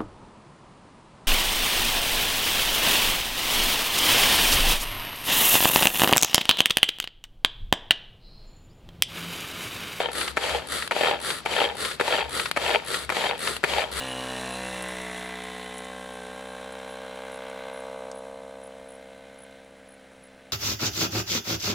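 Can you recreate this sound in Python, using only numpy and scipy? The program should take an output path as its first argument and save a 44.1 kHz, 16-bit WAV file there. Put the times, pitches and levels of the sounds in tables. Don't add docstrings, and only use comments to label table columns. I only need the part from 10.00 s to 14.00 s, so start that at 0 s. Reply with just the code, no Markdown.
import sys
import numpy as np
from scipy import signal
from scipy.fft import rfft, irfft
from scipy.io import wavfile

SR = 44100
rng = np.random.default_rng(int(sys.argv[2]) if len(sys.argv) > 2 else 0)


def transcribe(signal):
    frames = np.atleast_2d(signal).T
    limited = np.clip(frames, -1, 1)
    pcm = np.round(limited * 32767).astype(np.int16)
    wavfile.write(sys.argv[1], SR, pcm)


N = 176400
T = np.arange(N) / SR


def from_db(db):
    return 10 ** (np.asarray(db) / 20)


def unit_rms(x):
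    return x / np.sqrt(np.mean(x ** 2) + 1e-20)


def wander(hz):
    return unit_rms(signal.sosfilt(signal.butter(2, hz, fs=SR, output="sos"), rng.standard_normal(N)))


def clicks(times, heights):
    out = np.zeros(N)
    np.add.at(out, np.clip(times * SR, 0, N - 1).astype(int), heights)
    return out


def grains(per_s=5000, spread_db=1):
    sizes = from_db(spread_db * np.clip(rng.standard_normal(N), -2, 2)) * rng.choice([-1, 1], N)
    return unit_rms(sizes * (rng.random(N) < per_s / SR))


def envelope(start, end, shares, db, release_s=.014):
    shape = from_db(np.interp((T - start) / (end - start), shares, db))
    return shape * (T >= start) * np.exp(-np.maximum(T - end, 0) / release_s)


def through(x, response):
    return signal.oaconvolve(np.atleast_2d(x), response[None], axes=1)[:, :N]


def impulse_response(eq, size=4096):
    hz, db = np.transpose(eq)
    gain = from_db(np.interp(np.log(np.linspace(1, SR / 2, size // 2 + 1)), np.log(hz), db))
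    cepstrum = irfft(np.log(gain))
    cepstrum[1:size // 2] *= 2
    cepstrum[size // 2 + 1:] = 0
    return irfft(np.exp(rfft(cepstrum)))


def noise_tail(x, decay_s):
    keep = np.exp(-1 / (decay_s * SR))
    power = signal.lfilter([1 - keep], [1, -keep], x ** 2 + 1e-18)
    return np.sqrt(power) * rng.standard_normal((2, N))


def at_ports(x, split_hz=1330, scatter_share=.62):
    low, high = (signal.butter(1, split_hz, kind, fs=SR) for kind in ("low", "high"))
    direct = signal.lfilter(*low, x) + np.sqrt(1 - scatter_share) * signal.lfilter(*high, x)
    scattered = np.sqrt(scatter_share) * signal.lfilter(*high, noise_tail(x, decay_s=.0013))
    return direct + scattered + from_db(-17) * noise_tail(x, decay_s=.038)


def coloured(x, eq):
    response = impulse_response(eq)
    return through(at_ports(x), response / np.linalg.norm(response))


def struck(hits, eq):
    times, db = np.transpose(hits)
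    response = impulse_response(eq)
    return through(at_ports(clicks(times, from_db(db))), response / np.abs(response).max())


# pull start in seconds, rewind start in seconds, chopping level in dB.
STROKES = [(-.19, 0.116, -25.5), (0.364, 0.671, -31), (0.913, 1.201, -24), (1.452, 1.752, -24.5),
           (1.997, 2.293, -25), (2.561, 2.848, -26), (3.098, 3.378, -24.5), (3.631, 3.915, -28.5)]
# share of the pull, rasp gain in dB, chopping gain in dB.
PULL_SHAPE = [(0, -4.5, 0), (.1, -5.5, -11), (.22, 1.5, -11), (.45, 1, 1.5), (.66, -1, 0), (.82, -14, -5.5),
              (1, -18, -14.5)]
# frequency in Hz, relative gain in dB.
RASP_EQ = [(150, -17), (290, -15), (508, -2), (854, -7.5), (1100, -10), (2290, -7.5), (3100, -10.5),
           (4700, -11), (5000, -18.5), (6500, -22), (7340, -17.5), (9260, -23.5), (10900, -21),
           (12900, -32), (14300, -37)]
def cord_rasp(level_db=-30, zing_db=-8, zing_hz=3130, drift_hz=190):
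    shares, rasp_db, _ = np.transpose(PULL_SHAPE)
    effort = sum(envelope(start, turn, shares, rasp_db) for start, turn, _ in STROKES)
    pitch = zing_hz + drift_hz * wander(hz=30)
    flutter = np.array([wander(hz=45), wander(hz=45)])
    zing = flutter * np.sin(2 * np.pi * np.cumsum(pitch) / SR)
    rasp = coloured(effort * grains(), RASP_EQ)
    return from_db(level_db) * (rasp + from_db(zing_db) * effort ** 2 * zing)


# start in seconds, level in dB.
BIG_CHOPS = [(.003, -14.5), (.058, -12), (.086, -15), (.439, -11.5), (.548, -12), (.964, -11), (1.01, -9.5),
             (1.034, -8.5), (1.071, -14), (1.083, -10), (1.112, -11), (1.565, -14), (1.574, -27),
             (1.607, -12.5), (1.616, -8.5), (1.641, -12), (2.079, -11), (2.124, -11.5), (2.154, -24),
             (2.663, -15), (2.709, -15), (2.747, -8.5), (2.758, -8.5), (3.168, -9.5), (3.311, -13.5),
             (3.736, -12), (3.764, -14), (3.783, -10.5), (3.793, -13), (3.839, -18)]
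# frequency in Hz, relative level in dB, seconds to fall 60 dB.
BOWL_MODES = [(413, -10, 0.065), (476.4, -9, 0.11), (600, 0.5, 0.024), (807, -1, 0.032), (915, -2, 0.034),
              (1355, 0, 0.014), (1762, -3.5, 0.026), (2234, -3, 0.0098), (2555, 8.5, 0.004),
              (3190, -2, 0.022), (3700, -3, 0.011), (4550, -18.5, 0.11)]
def chopping(median_knocks_per_s=170, knock_spread_db=2.5, mode_spread_db=4, jolt_db=-10.5):
    shares, _, chop_db = np.transpose(PULL_SHAPE)
    load = sum(from_db(db) * envelope(start, turn, shares, chop_db) for start, turn, db in STROKES)
    t = T[:SR // 10]
    rings = np.array([from_db(db - 60 * t / t60) * np.sin(2 * np.pi * hz * t)
                      for hz, db, t60 in BOWL_MODES])
    gap_draws, size_draws = rng.standard_normal((1500, 2)).T
    times = np.cumsum(np.exp(.5 * gap_draws)) / median_knocks_per_s
    sizes = from_db(knock_spread_db * np.clip(size_draws, -2, 1)) * (times < T[-1])
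    patter = load * unit_rms(clicks(times, sizes)) / np.linalg.norm(rings)
    jolts = [(start, db + jolt_db) for start, db in CLUTCH_CATCHES]
    accent_times, accent_db = np.transpose(BIG_CHOPS + jolts)
    accents = clicks(accent_times, from_db(accent_db)) / np.linalg.norm(rings, axis=0).max()
    knocks = patter + accents
    strengths = from_db(mode_spread_db * rng.standard_normal((len(BOWL_MODES), N)))
    strengths *= rng.choice([-1, 1], strengths.shape) / np.sqrt(np.mean(strengths ** 2, axis=0))
    hardness = np.sqrt(np.minimum(2 * load / load.max(), 1))
    strengths[[hz > 1200 for hz, _, _ in BOWL_MODES]] *= hardness
    bowl = sum(through(at_ports(knocks * strength), ring) for strength, ring in zip(strengths, rings))
    bowl = signal.sosfilt(signal.butter(2, 340, "high", fs=SR, output="sos"), bowl)
    return signal.sosfilt(signal.butter(6, 4800, "low", fs=SR, output="sos"), bowl)


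# centre in seconds, level in dB.
HUM_SWELLS = [(.32, -42), (.55, -39.5), (2.26, -38), (3.76, -39.5), (3.97, -37.5)]
# frequency in Hz, relative gain in dB.
ROOM_EQ = [(30, -31), (100, -3), (160, 1), (480, -6.5), (4500, -11.5), (6000, -21), (14000, -34)]
def room_tone(noise_db=-46.5, hum_db=-53, hum_hz=68.6, swell_width_s=.032):
    band = signal.butter(2, [hum_hz - 4, hum_hz + 4], "band", fs=SR, output="sos")
    hum = from_db(hum_db) * unit_rms(signal.sosfilt(band, rng.standard_normal(N + SR))[SR:])
    swell = sum(from_db(db) * np.exp(-.5 * ((T - centre) / swell_width_s) ** 2)
                for centre, db in HUM_SWELLS)
    hum += swell * np.sin(2 * np.pi * hum_hz * T)
    return hum + from_db(noise_db) * coloured(rng.standard_normal(N), ROOM_EQ)


# share of the rewind, gain in dB.
REWIND_SHAPE = [(0, 1.5), (.2, 5), (.42, 2.5), (.58, -2.5), (.78, -5), (1, -62)]
# frequency in Hz, gain in dB.
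PAWL_MODES = [(8380, -12), (10130, -4), (10470, -9), (12350, -16)]
# frequency in Hz, relative gain in dB.
REWIND_EQ = [(100, -12.5), (300, -8), (450, 2), (780, -10), (1100, -6.5), (1340, 2.5), (1550, -4.5),
             (1850, -1.5), (2500, -10), (3600, -3.5), (4730, -5.5), (5000, -14.5), (6500, -16.5),
             (8600, -8), (9500, -16.5), (10400, -9), (11300, -20.5), (14200, -23)]
def rewind(level_db=-32.5, length_s=.255, slow_hz=69.9, fast_hz=115.9, tick_decay_s=.0027):
    shares, shape_db = np.transpose(REWIND_SHAPE)
    wobble = np.exp(.12 * wander(hz=30))
    teeth, slide = np.zeros((2, N))
    for _, start, _ in STROKES:
        speed = np.sin(np.pi * np.clip((T - start) / length_s, 0, 1))
        tooth_rate = (slow_hz + (fast_hz - slow_hz) * speed) * wobble
        teeth_passed = np.ceil(np.cumsum(tooth_rate * (T >= start)) / SR)
        level = from_db(level_db) * envelope(start, start + length_s, shares, shape_db)
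        teeth += level * np.diff(teeth_passed, prepend=0)
        slide += level * speed
    teeth *= from_db(2.5 * rng.standard_normal(N))
    t = T[:SR // 20]
    fade = np.exp(-t / tick_decay_s)
    modes = [from_db(db) * fade * np.sin(2 * np.pi * hz * t) for hz, db in PAWL_MODES]
    pawl = sum(through(teeth * rng.choice([-1, 1], (2, N)), mode) for mode in modes)
    ticks = 1.5 * through(teeth, np.sqrt(t / tick_decay_s) * fade)[0] * grains()
    scratch = 1.125 * slide * grains(per_s=3500, spread_db=2)
    return pawl + coloured(ticks + scratch, REWIND_EQ)


# start in seconds, level in dB.
CORD_SCUFFS = [(.211, -21.5), (.277, -21.5), (.822, -24.5), (1.302, -22.5), (1.848, -20), (1.912, -26),
               (2.396, -20), (2.456, -22), (2.942, -21), (3.472, -17)]
# frequency in Hz, relative gain in dB.
SCUFF_EQ = [(100, -42), (480, -4), (900, 4), (1400, 10), (3700, 3), (4700, 0), (5300, -5.5), (14000, -26)]
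def cord_scuffs(attack_s=.0023):
    bite = np.zeros(N)
    for start, db in CORD_SCUFFS:
        age = np.maximum(T - start, 0) / attack_s
        bite += from_db(db) * age * np.exp(1 - age)
    return coloured(bite * grains(), SCUFF_EQ)


# start in seconds, level in dB.
CLUTCH_CATCHES = [(0.371, -10), (.3755, -9), (0.911, -10), (.919, -11), (1.461, -9.5), (2.001, -10.5),
                  (2.011, -6.5), (2.564, -12.5), (2.5709, -9.5), (2.574, -8.5), (3.093, -10), (3.101, -9),
                  (3.123, -13), (3.639, -5), (3.6445, -7.5)]
# frequency in Hz, relative gain in dB.
CLUTCH_EQ = [(100, -13.5), (300, -5), (460, 6), (830, -2), (1110, -3), (1320, 5.5), (2400, 0.5),
             (3000, -11.5), (4600, -14), (5100, -22), (10400, -19.5), (14500, -38)]
def clutch(grind_db=-2, grind_s=.0024, crack_db=-6, crack_hz=2200, crack_width_hz=270):
    times, db = np.transpose(CLUTCH_CATCHES)
    body = impulse_response(CLUTCH_EQ)
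    grit = noise_tail(clicks(times, from_db(db + grind_db)), grind_s)[0]
    grind = through(at_ports(grit), body / np.abs(body).max())
    t = T[:SR // 20]
    spool = from_db(crack_db) * np.exp(-np.pi * crack_width_hz * t) * np.sin(2 * np.pi * crack_hz * t)
    crack = through(clicks(times, from_db(db) ** 2), spool)
    return struck(CLUTCH_CATCHES, CLUTCH_EQ) + grind + crack


# start in seconds, level in dB.
HANDLE_TAPS = [(.8765, -11), (2.5135, -2), (3.566, -9)]
# frequency in Hz, relative gain in dB.
TAP_EQ = [(100, -17), (500, 2.5), (2700, 8), (4500, 5.5), (5500, -13), (10500, -3), (14500, -28)]
def handle_taps():
    return struck(HANDLE_TAPS, TAP_EQ)


# frequency in Hz, left minus right in dB.
PORT_BALANCE = [(390, 10), (480, 1), (900, 2.5), (1400, 1), (2400, 7.5), (3100, 5.5), (4000, 1), (8000, -3),
                (10600, 8), (13500, -2)]
def microphone(x, side):
    port_eq = [(hz, 20 * np.log10(2 / (1 + from_db(-side * db)))) for hz, db in PORT_BALANCE]
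    return through(x, impulse_response(port_eq))


def scene():
    left, right = (cord_rasp() + chopping() + room_tone() + rewind()
                   + cord_scuffs() + clutch() + handle_taps())
    return np.vstack([microphone(left, side=1), microphone(right, side=-1.01)])


def record(dry):
    low_cut = signal.butter(2, 42, "high", fs=SR, output="sos")
    high_cut = signal.ellip(10, .2, 80, 14350, fs=SR, output="sos")
    return signal.sosfilt(high_cut, signal.sosfilt(low_cut, dry))


dry = scene()
out = record(dry)
transcribe(out)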